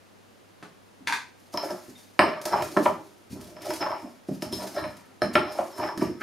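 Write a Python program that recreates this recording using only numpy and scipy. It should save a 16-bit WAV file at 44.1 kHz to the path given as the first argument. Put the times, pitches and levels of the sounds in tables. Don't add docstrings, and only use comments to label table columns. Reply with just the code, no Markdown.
import sys
import numpy as np
from scipy import signal
from scipy.fft import rfft, irfft, next_fast_len
from scipy.io import wavfile
from scipy.ndimage import uniform_filter1d

SR = 44100
rng = np.random.default_rng(int(sys.argv[2]) if len(sys.argv) > 2 else 0)


def file_out(sig):
    cols = np.atleast_2d(sig).T
    lim = np.clip(cols, -1, 1)
    pcm = np.round(lim * 32767).astype(np.int16)
    wavfile.write(sys.argv[1], SR, pcm)


def voltage_ratio(decibels):
    exponent = np.asarray(decibels, float) / 20
    return 10 ** exponent


N = 274302
TIME_S = np.arange(N) / SR
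COARSE_S = np.arange(0, N / SR, 0.001)
SPOTS = 4
STEADY_DB = 2.2


def evened(x):
    return x / np.sqrt(np.mean(x ** 2) + 1e-20)


def read(points, hz):
    f, value = np.transpose(points)
    return np.interp(np.log(hz + 1), np.log(f + 1), value)


def ring(modes, contact_s, vary_db=17.0):
    t = np.arange(SR // 8) / SR
    hz, db, t60 = np.transpose(modes)[:, :, None]
    hz = hz + np.minimum(0.025 * hz, 22) * rng.standard_normal((SPOTS, len(modes), 1))
    waves = voltage_ratio(db - 60 * t / t60) * np.sin(2 * np.pi * hz * t)
    shares = voltage_ratio(vary_db * rng.standard_normal((SPOTS, len(modes)))) * (-1) ** np.arange(len(modes))
    struck = (shares[:, :, None] * waves).sum(axis=1)
    contact = np.hanning(round(contact_s * SR) + 3)
    x = signal.oaconvolve(struck, contact[None], axes=1)
    return x / abs(x).max(axis=1, keepdims=True)


def snap(colour, t60):
    t = np.arange(2048) / SR
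    gain = voltage_ratio(read(colour, np.fft.rfftfreq(2048, 1 / SR)))
    x = irfft(rfft(rng.standard_normal((SPOTS, 2048))) * gain)
    x = x * voltage_ratio(-60 * t / t60) * np.minimum(t / 0.0014, 1)
    z = rfft(x)
    z = z * gain / uniform_filter1d(abs(z), size=15, axis=1)
    x = irfft(z) * (1 - t / t[-1]) ** 2
    return x / abs(x).max(axis=1, keepdims=True)


def blows(s, db):
    train = np.zeros(N)
    train[np.round(s * SR).astype(int)] = voltage_ratio(db)
    return train


def efforts(t, s, db, swell, fade):
    late = t[:, None] - s
    drop = (np.maximum(-late, 0) / swell) ** 1.91 + (np.maximum(late, 0) / fade) ** 0.88
    return 10 * np.log10((voltage_ratio(db - 30 * drop) ** 2).sum(axis=1) + 1e-14)


def joined(a_db, b_db):
    return np.logaddexp(a_db / 4, b_db / 4) * 4


def slips(db, per_s, spread_db, judder_db):
    where, luck = rng.random((2, N))
    size = voltage_ratio(spread_db * np.minimum(-np.log(luck + 1e-9), 5)) * (-1) ** np.arange(N)
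    judder = evened(uniform_filter1d(uniform_filter1d(rng.standard_normal(N), 500), 500))
    clicks = size * (where < per_s / SR) * voltage_ratio(judder_db * judder)
    return evened(clicks) * voltage_ratio(np.interp(TIME_S, COARSE_S, db))


def play(answers, hits, rub=0, roam_s=0.034):
    drive = hits + rub / np.linalg.norm(answers, axis=1, keepdims=True)
    heard = np.flatnonzero(abs(drive[0]) > 1e-7)[-1] + 1
    spot = rng.integers(0, SPOTS, N)[(np.arange(heard) / (roam_s * SR)).astype(int)]
    here = spot == np.arange(SPOTS)[:, None]
    size = next_fast_len(heard + answers.shape[1])
    mix = rfft(drive[:, :heard] * here, size) * rfft(answers, size)
    return np.pad(irfft(mix.sum(axis=0), size), (0, N))[:N]


# f/Hz, likeness/1
HISS_LIKENESS = [(60, -0.96), (240, -0.021), (950, -0.077), (3770, 0.49), (15000, 0.59)]
# f/Hz, level/dB per Hz
HISS_COLOUR = [(20, -7), (60, -2.5), (125, -1.5), (200, 3.5), (600, -0.5), (2200, -11), (11700, -23.5),
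               (16400, -35.5)]


def air():
    size = next_fast_len(N)
    hz = np.fft.rfftfreq(size, 1 / SR)
    a, b = rfft(rng.standard_normal((2, size)))
    same = np.clip(read(HISS_LIKENESS, hz), -1, 1)
    sides = np.array([a, same * a + np.sqrt(1 - same ** 2) * b])
    hiss = irfft(sides * voltage_ratio(read(HISS_COLOUR, hz)), size)[:, :N]
    waver = voltage_ratio(2.0 * evened(uniform_filter1d(rng.standard_normal(N), 4000)))
    hum = waver * np.sin(2 * np.pi * 100 * TIME_S)
    return voltage_ratio(-55) * evened(hiss) + voltage_ratio(-66.5) * hum


# t/s, level/dB
FINGER_KNOCK = [(0.626, -31.5)]
# f/Hz, level/dB per Hz
FINGER_COLOUR = [(88, -36), (150, 1.5), (349, 4.5), (638, -6), (1330, -2), (2350, -10), (12000, -31.5),
                 (15600, -64)]
# t/s, level/dB, thud relative level/dB, clatter relative level/dB
DISH_HITS = [(1.006, -59.5, 20, -15), (1.073, -19.5, -32, 7), (1.081, -22, -24, -18),
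             (1.097, -22, -14.5, -33), (1.107, -31, -18, -25), (1.124, -15, -48, 0.5),
             (1.134, -27, -15, -15), (1.151, -35, -29, -18), (1.18, -32.5, -29, -23)]
# f/Hz, level/dB, t60/s
DISH_MODES = [(730, -4, 0.012), (827, 5, 0.0067), (880, 7, 0.021), (915, -11, 0.012), (1010, -14, 0.021),
              (1270, 3, 0.0034), (1520, 2, 0.029), (1610, 6, 0.011), (1730, -12, 0.012), (2010, -3, 0.0096),
              (2180, -1, 0.028), (2280, 3, 0.01)]
# f/Hz, level/dB, t60/s
THUD_MODES = [(268, 10, 0.12), (332, -20, 0.12), (398, 11, 0.12)]
# f/Hz, level/dB per Hz
CLATTER_COLOUR = [(520, -46), (1100, -7), (2400, 4), (2900, -6), (3660, -4), (5600, -12), (9780, -18),
                  (15300, -34)]
# loudest t/s, level/dB, swell/s, fade/s
RATTLES = [(1.074, -31, 0.0072, 0.046), (1.127, -34, 0.01, 0.057), (1.165, -51, 0.022, .08)]


def dish():
    at, peak, thud, clatter = np.transpose(DISH_HITS)
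    out = play(snap(FINGER_COLOUR, 0.062), blows(*np.transpose(FINGER_KNOCK)))
    out += play(ring(DISH_MODES, 0.00048, STEADY_DB), blows(at, peak - 2), 0, 0.01)
    out += play(ring(THUD_MODES, 0.0026), blows(at, peak + thud - 2))
    rattle = slips(efforts(COARSE_S, *np.transpose(RATTLES)), 3000, 2.5, 1.5)
    return out + play(snap(CLATTER_COLOUR, 0.0074), blows(at, peak + clatter - 1), rattle, 0.00061)


# f/Hz, echo level/dB
ECHO_COLOUR = [(100, -1), (400, -4), (800, 0.5), (2000, -3.5), (8000, -0.5)]
# f/Hz, t60/s
KITCHEN_DECAY = [(100, 0.26), (260, 0.35), (700, 0.29), (1840, 0.32), (4850, 0.35), (12800, 0.26)]
# f/Hz, share/1
ECHO_SPREAD = [(100, 0.2), (1000, 0.66), (5000, 0.63), (12000, 0.94)]


def kitchen(x):
    taps = np.zeros((9, SR // 2))
    first, gap = 130, 20
    at = np.arange(first, SR // 2 - gap, gap) + rng.integers(0, gap, (9, (SR // 2 - first - 1) // gap))
    np.put_along_axis(taps, at, rng.choice([-1., 1.], at.shape), 1)
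    hz, t, z = signal.stft(taps.reshape(3, 3, -1), SR, nperseg=256)
    z = z * voltage_ratio(read(ECHO_COLOUR, hz)[:, None] - 60 * t / read(KITCHEN_DECAY, hz)[:, None])
    sides = z[:, :1] + read(ECHO_SPREAD, hz)[:, None] * z[:, 1:]
    tail = signal.istft(sides, SR, nperseg=256)[1]
    shift_per_s = 3.3
    turn = np.sqrt(2 / 3) * np.cos(np.pi * (shift_per_s * TIME_S + np.arange(3)[:, None] / 3))
    size = next_fast_len(N + SR)
    wet = rfft(abs(turn) * x, size)[:, None] * rfft(tail / np.linalg.norm(tail[0, 0]), size)
    return irfft(wet.sum(axis=0), size)[:, :N]


# loudest t/s, level/dB, swell/s, fade/s, pestle ring relative level/dB
SCRAPES = [(1.543, -33.5, 0.022, 0.36, -18), (1.642, -30.5, 0.037, 0.24, -21),
           (1.71, -32.5, 0.024, 0.084, -19), (2.206, -20, .006, 0.31, -17), (2.465, -29, 0.015, 0.099, -14),
           (2.531, -21, 0.033, 0.044, -12.5), (2.555, -27, 0.043, 0.32, -17),
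           (2.769, -13.5, 0.0032, 0.01, -15), (2.862, -26.5, 0.018, 0.18, -21),
           (3.413, -46.5, 0.17, 0.58, -16), (3.714, -30, 0.2, 0.15, -16), (3.824, -26, 0.041, 0.053, -7.5),
           (3.91, -32.5, 0.055, 0.26, -13), (3.866, -27, 0.012, 0.026, -18),
           (4.288, -48.5, 0.012, 0.25, -8), (4.424, -36.5, 0.016, 0.35, -13), (4.533, -42, .012, 0.063, 11),
           (4.625, -30.5, 0.085, 0.23, -16), (4.778, -26.5, 0.044, 0.17, -10),
           (4.843, -38.5, 0.08, 0.24, -13), (5.231, -40, 0.02, 0.049, 6.5),
           (5.357, -18.5, 0.008, 0.049, -11), (5.503, -32, 0.22, 0.16, -11.5), (5.59, -26, 0.06, 0.14, -41),
           (5.835, -32, 0.096, 0.1, -6.5), (5.885, -37, .04, 0.093, -6), (5.74, -46, 0.036, 0.11, 1.5),
           (6.018, -40.5, 0.044, 0.23, -1), (6.22, -42, 0.028, 0.081, -9)]


def scrape_level(pestle_share=0):
    top, rub, swell, fade, sing = np.transpose(SCRAPES)
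    return efforts(COARSE_S, top, rub + pestle_share * sing, swell, fade)


# t/s, crack level/dB, crunch level/dB, fade/s
CRUSHES = [(1.38, -78, -63, 1), (1.537, -44.5, -40.5, 0.057), (1.632, -49, -45, 0.63),
           (1.88, -47, -58.5, 0.48), (1.96, -69, -63, 0.56), (2.191, -41, -64.5, 0.14),
           (2.414, -29, -71, .05), (2.453, -18.5, -40, 0.14), (2.529, -49, -46.5, 0.4),
           (2.621, -24.5, -45, 0.83), (2.767, -47.5, -44, 0.14), (2.845, -47, -37, 0.073),
           (3.31, -57.5, -47.5, 0.12), (3.41, -35.5, -49.5, 0.27), (3.618, -34, -51, 0.23),
           (3.655, -33, -48.5, 0.39), (3.702, -25.5, -46, 0.49), (4.0, -64, -55.5, 0.35),
           (4.284, -66, -53, 0.23), (4.421, -27, -56, 0.7), (4.525, -26, -41, 0.59), (4.728, -45, -46, 0.2),
           (4.762, -48, -67, 1), (4.967, -38, -66, .1), (5.341, -58, -41.5, 0.042),
           (5.235, -47, -49.5, 0.089), (5.521, -33.5, -50.5, 0.75), (5.582, -36, -53, 0.9),
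           (5.781, -31, -50, 0.32), (5.975, -28.5, -50, 0.1), (6.019, -42, -42.5, 0.15),
           (6.21, -44.5, -48.5, 0.11)]
# f/Hz, level/dB per Hz
BARK_COLOUR = [(880, -45.5), (1500, -12), (1740, -8), (3220, -9.5), (5170, -5), (7690, -9), (12100, -9.5),
               (15700, -24)]


def bark():
    split, crack, crunch, settle = np.transpose(CRUSHES)
    grind = joined(efforts(COARSE_S, split + 0.00076, crunch, 0.028, settle), scrape_level() - 32)
    out = play(snap(BARK_COLOUR, 0.083), blows(split, crack - 3))
    return out + play(snap(BARK_COLOUR, 0.016), 0, slips(grind - 1, 4000, 1.1, 4.25), 0.0003)


# t/s, bowl level/dB, then wall, rim and pestle ring
# relative level/dB
KNOCKS = [(1.54, -24.5, -3, -42, -3.5), (1.574, -25, 4, -1, 9.5), (1.632, -22.5, -5, -28, -23),
          (1.706, -21, -7, -16, -7), (2.192, -7, 3.5, 4, -15), (2.196, -25.5, 2, -9, -21),
          (2.456, -21.5, -3, -14, -7.5), (2.529, -22.5, 11.5, -5.5, -25), (2.623, -20, -8, -5, -12),
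          (2.766, -20.5, 12, -23, -40), (2.771, -13.5, -17, -0.5, -45), (2.856, -15.5, 8, -7, -45),
          (2.861, -11, -6, -7.5, -40.5), (3.566, -37, -3, -4, -6), (3.658, -31, 3, -21, -15),
          (3.693, -28, -15, -19, -18), (3.706, -28, 7.5, 1, -1), (3.806, -37, 7, 1, -5),
          (3.815, -28, 2, 0, -19), (3.826, -25, 9, 3, -28), (3.862, -26, 8, -2.5, -22),
          (3.871, -27.5, 4, -2, -17), (3.906, -26, 4, -8, -10), (3.917, -26.5, 5.5, -5, -11),
          (4.287, -29, -8.5, -32, -35), (4.422, -29.5, -1.5, 0, 5), (4.526, -38.5, 5, -29, 13),
          (4.62, -33, 3, -13, 1), (4.785, -27.5, 4, -9, -16), (4.764, -23, -6, -10, -15),
          (4.84, -26.5, 0.5, -0.5, -16), (4.858, -35, 3, -15, -11), (5.219, -12, -3.5, -3.5, -8),
          (5.354, -10.5, -7, 3.5, -10), (5.359, -27.5, -9, 4, -24), (5.587, -10.5, -8.5, -36, -39),
          (5.779, -33, -2, -7, -20), (5.798, -24.5, 4, -5.5, -12), (5.831, -28, 3, -14, -14),
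                (5.839, -23.5, 6, -11, -14), (5.876, -33, 8, -2, -14), (5.888, -31, 8, 3, -15),
                (5.92, -36, 9.5, -6, -15), (5.976, -36.5, -1, 4, 3.5), (6.012, -32.5, -5, 4, -10),
                (6.018, -21.5, 0, -8, -32), (6.21, -39, -1, 7, -11)]
# t/s, wall relative to bowl level/dB
CLIMB = [(1.5, -2), (1.7, -4), (2.2, 4.5), (2.46, -6.5), (2.54, 5), (2.65, -5), (2.78, -6), (2.9, 3),
         (3.5, -10), (3.7, -18), (3.85, 7), (4.3, -8), (4.62, -5), (4.8, -5.5), (5.3, 7.5), (5.6, -6),
         (5.86, 6.5), (6.2, -1)]
# t/s, shaft ring left free level/dB, height on the bowl wall as rim level/dB
GRIP = [(1.5, -12, -15.5), (2.19, -14, -7.5), (2.7, -13, -14), (3.1, -10, -23.5), (3.8, -19, -14.5),
        (4.3, -20, -10.5), (4.53, -5, -18), (4.62, 1, -15.5), (4.65, -22, -21.5), (4.72, -14, -14),
        (4.79, -2, -12.5), (4.9, -6, -7.5), (5.25, -1.5, 8), (5.45, -7, -11), (5.56, -20, -19.5),
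        (5.85, -22, -6), (6.15, -16, -3), (6.22, -4, 6)]
# f/Hz, level/dB, t60/s
BOWL_MODES = [(512, -4.5, 0.02), (552, -3, 0.029), (616, 1.5, 0.037), (595, -3.5, 0.022), (671, -8, 0.021),
              (718, -3.5, 0.021)]
# f/Hz, level/dB, t60/s
WALL_MODES = [(793, -6.5, 0.036), (822.5, -3, 0.021), (866.6, 0, 0.044), (902, -13, 0.021),
              (975, -0.5, 0.022), (1031.7, 1.5, 0.036), (1079, -0.5, 0.029), (1143, -2, 0.024),
              (1219, -5, 0.026), (1272, -5.5, 0.018), (1340, -2.5, 0.022)]
# f/Hz, level/dB, t60/s
RIM_MODES = [(1230, -3, 0.02), (1347, 2.5, 0.027), (1408, 4.5, 0.0093), (1450, 11.5, 0.0051),
             (1391, -2.5, 0.021), (1748, 2, 0.0095), (1879, 4.5, 0.011), (1975, 1, 0.016),
             (2337, 3, 0.0064), (2488, -9.5, 0.02), (2666, -16, 0.018), (3050, -6, 0.0097),
             (3400, -5.5, 0.0046), (4330, -5, 0.003)]
# f/Hz, level/dB, t60/s
PESTLE_MODES = [(4760, -10, 0.012), (5050, -7, 0.014), (5270, 3, 0.03), (5200, -4, 0.014),
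                (5350, -2, 0.014), (3090, -13, 0.012), (12420, -10.5, 0.012), (5520, -9, .01)]
# f/Hz, level/dB, t60/s
SHAFT_MODES = [(4130, 0, .035), (5280, 0, .04), (9260, -4, .02), (12550, -11, .016)]


def mortar_and_pestle():
    at, peak, side, rim, chime = np.transpose(KNOCKS)
    grip, shaft, height = np.transpose(GRIP)
    scrape = scrape_level()
    on_wall = scrape + np.interp(COARSE_S, *np.transpose(CLIMB))
    on_rim = scrape + np.interp(COARSE_S, grip, height)
    out = play(ring(BOWL_MODES, 0.00048, STEADY_DB), blows(at, peak - 2), slips(scrape - 6, 550, 4.97, 3.4))
    out += play(ring(WALL_MODES, 0.00026, STEADY_DB), blows(at, peak + side - 2),
                slips(on_wall - 6, 900, 3.75, 3.3), 0.02)
    out += play(ring(RIM_MODES, 0.00012, STEADY_DB), blows(at, peak + rim + 0.57),
                slips(on_rim + 0.34, 1200, 3.47, 0.72))
    taps = blows(at, peak + chime - 2)
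    grit = slips(scrape_level(1) - 4, 2500, 3.8, 0.5)
    free = voltage_ratio(np.interp(TIME_S, grip, shaft))
    out += play(ring(PESTLE_MODES, 0.00003, STEADY_DB), taps, grit)
    return out + play(ring(SHAFT_MODES, 0.00003, STEADY_DB), free * taps, free * grit)


# t/s, thud level/dB, rumble level/dB, fade/s, weight as bass tilt/dB
PUSHES = [(1.541, -26, -40, 0.027, -12), (1.708, -49, -28.5, 0.044, -3.5), (1.882, -37, -43.5, 0.13, 6),
          (2.192, -13, -26, 0.31, -1.5), (2.532, -35, -34, 0.68, -3.5), (2.768, -11.5, -25, 0.022, -9),
          (2.786, -23, -30.5, 0.2, -11), (2.858, -26, -33.5, 0.1, 10.5), (3.306, -48, -34, 0.21, 6),
          (3.414, -35, -40.5, 0.38, -3), (3.719, -58, -39.5, 0.11, -7.5), (4.028, -34.5, -36, 0.084, 2),
          (4.286, -19, -30, 0.12, 9), (4.423, -22, -39, 1, 3.5), (4.446, -36, -40, .05, 3),
          (4.527, -22, -33, 0.25, 0), (4.841, -37, -35.5, 0.11, 0.5), (5.219, -22, -19, 0.12, -1),
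          (5.352, -20, -19, 0.086, -1.5), (5.597, -28.5, -42, 0.21, -11.5), (5.788, -27, -30.5, 0.35, -6.5),
          (5.975, -24.5, -31.5, 0.18, 4), (6.02, -10.5, -35, 0.22, -10.5), (6.056, -42, -31, .1, -2),
          (6.093, -22.5, -38, 0.034, -5), (6.21, -30.5, -26, 0.12, 4)]
# f/Hz, level/dB, t60/s
CABINET_MODES = [(74.5, -4, 0.021), (104, -9.5, 0.032), (150, 3.5, 0.012), (121, 9.5, 0.01),
                 (184.8, -1.5, 0.046), (247, -3, 0.092)]
# f/Hz, level/dB, t60/s
WORKTOP_MODES = [(295, -21, 0.005), (314.5, 1, 0.042), (338.4, -1, 0.043), (343.3, -5, 0.053),
                 (386, -2, 0.066), (427, -4, 0.029), (517.4, -9, 0.023)]


def worktop():
    lean, thud, rumble, ease, weight = np.transpose(PUSHES)
    scrape = scrape_level()

    def rumble_level(tilt):
        push = efforts(COARSE_S, lean + 0.015, rumble + tilt * weight, 0.022, ease)
        return joined(push, scrape - 14 - 11 * tilt)

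    hits = blows(lean, thud - 5)
    out = play(ring(CABINET_MODES, 0.00093, STEADY_DB), hits, slips(rumble_level(1) - 5, 300, 1.8, 0.79))
    return out + play(ring(WORKTOP_MODES, 0.0004, STEADY_DB), hits, slips(rumble_level(-1) - 7, 400, 3.2, 2.8))


# t/s, level/dB
BEAD_TINKS = [(1.955, -45), (2.045, -59.5)]
# f/Hz, level/dB, t60/s
BEAD_MODES = [(3710, -2.5, 0.054), (2000, -8.5, .05)]


def bracelet():
    return play(ring(BEAD_MODES, 0.00003, 0), blows(*np.transpose(BEAD_TINKS)))


# t/s, level/dB
EDGE_BLOWS = [(2.192, -32), (5.354, -45)]
# f/Hz, level/dB, t60/s
LIP_MODES = [(4900, 3, 0.066), (8250, -11, .03), (8470, -5, 0.032), (8470, -5.5, 0.028), (9000, -9, .04),
             (9200, -5.5, 0.063), (9960, -21, .03), (11200, -19, .05), (12400, -17.5, 0.036),
             (13100, -16, .03), (13500, -16, .04)]


def lip():
    t = np.arange(SR // 8) / SR
    answer = sum(voltage_ratio(db - 60 * t / t60) * np.sin(2 * np.pi * hz * t) for hz, db, t60 in LIP_MODES)
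    return signal.oaconvolve(blows(*np.transpose(EDGE_BLOWS)), answer)[:N]


# t/s,
# level/dB, swell/s, fade/s
SHOVES = [(2.64, -44, 0.13, 0.18), (3.315, -42.5, 0.018, 0.36), (3.83, -57, 0.62, .12),
          (4.3, -59, 0.033, 0.26), (4.85, -39.5, 0.056, 0.14), (5.4, -44, 0.13, 0.18),
          (5.977, -37, 0.0067, 0.015), (6.1, -45, 0.19, 0.18)]


def slab():
    band = signal.butter(3, [68.8, 149], "band", fs=SR, output="sos")
    mid, side = evened(signal.sosfilt(band, rng.standard_normal((2, N))))
    lumps = mid + np.outer([0.36, -0.36], side)
    return lumps * voltage_ratio(np.interp(TIME_S, COARSE_S, efforts(COARSE_S, *np.transpose(SHOVES))))


def scene():
    no_bass = signal.butter(3, 95, "high", fs=SR, output="sos")
    room_tone = air()
    pot = signal.sosfilt(no_bass, dish() + bracelet())
    stone = signal.sosfilt(no_bass, bark() + mortar_and_pestle() + worktop() + lip())
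    near = stone + pot * voltage_ratio(np.array([[0.5], [-0.5]]))
    echo = kitchen(voltage_ratio(-1) * stone + voltage_ratio(4.0) * pot)
    return voltage_ratio(-1.0) * near + echo + room_tone + slab()


def low_pass(x):
    return signal.sosfilt(signal.butter(12, 16300, fs=SR, output="sos"), x)


# f/Hz, left minus right level/dB
MIC_LEAN = [(60, 3), (240, -1.5), (950, 0.5), (3770, 0), (15000, 0.5)]


def record(dry):
    size = next_fast_len(N)
    hz = np.fft.rfftfreq(size, 1 / SR)
    notch_db = -12 / (1 + ((hz - 7900) / 90) ** 2)
    top_db = -25 * np.maximum(hz / 1000 - 15.6, 0)
    lean_db = np.outer([0.5, -0.5], read(MIC_LEAN, hz))
    x = irfft(rfft(dry, size) * voltage_ratio(notch_db + top_db + lean_db), size)[:, :N]
    return low_pass(np.clip(x, -0.96, 0.96))


dry = scene()
out = record(dry)
file_out(out)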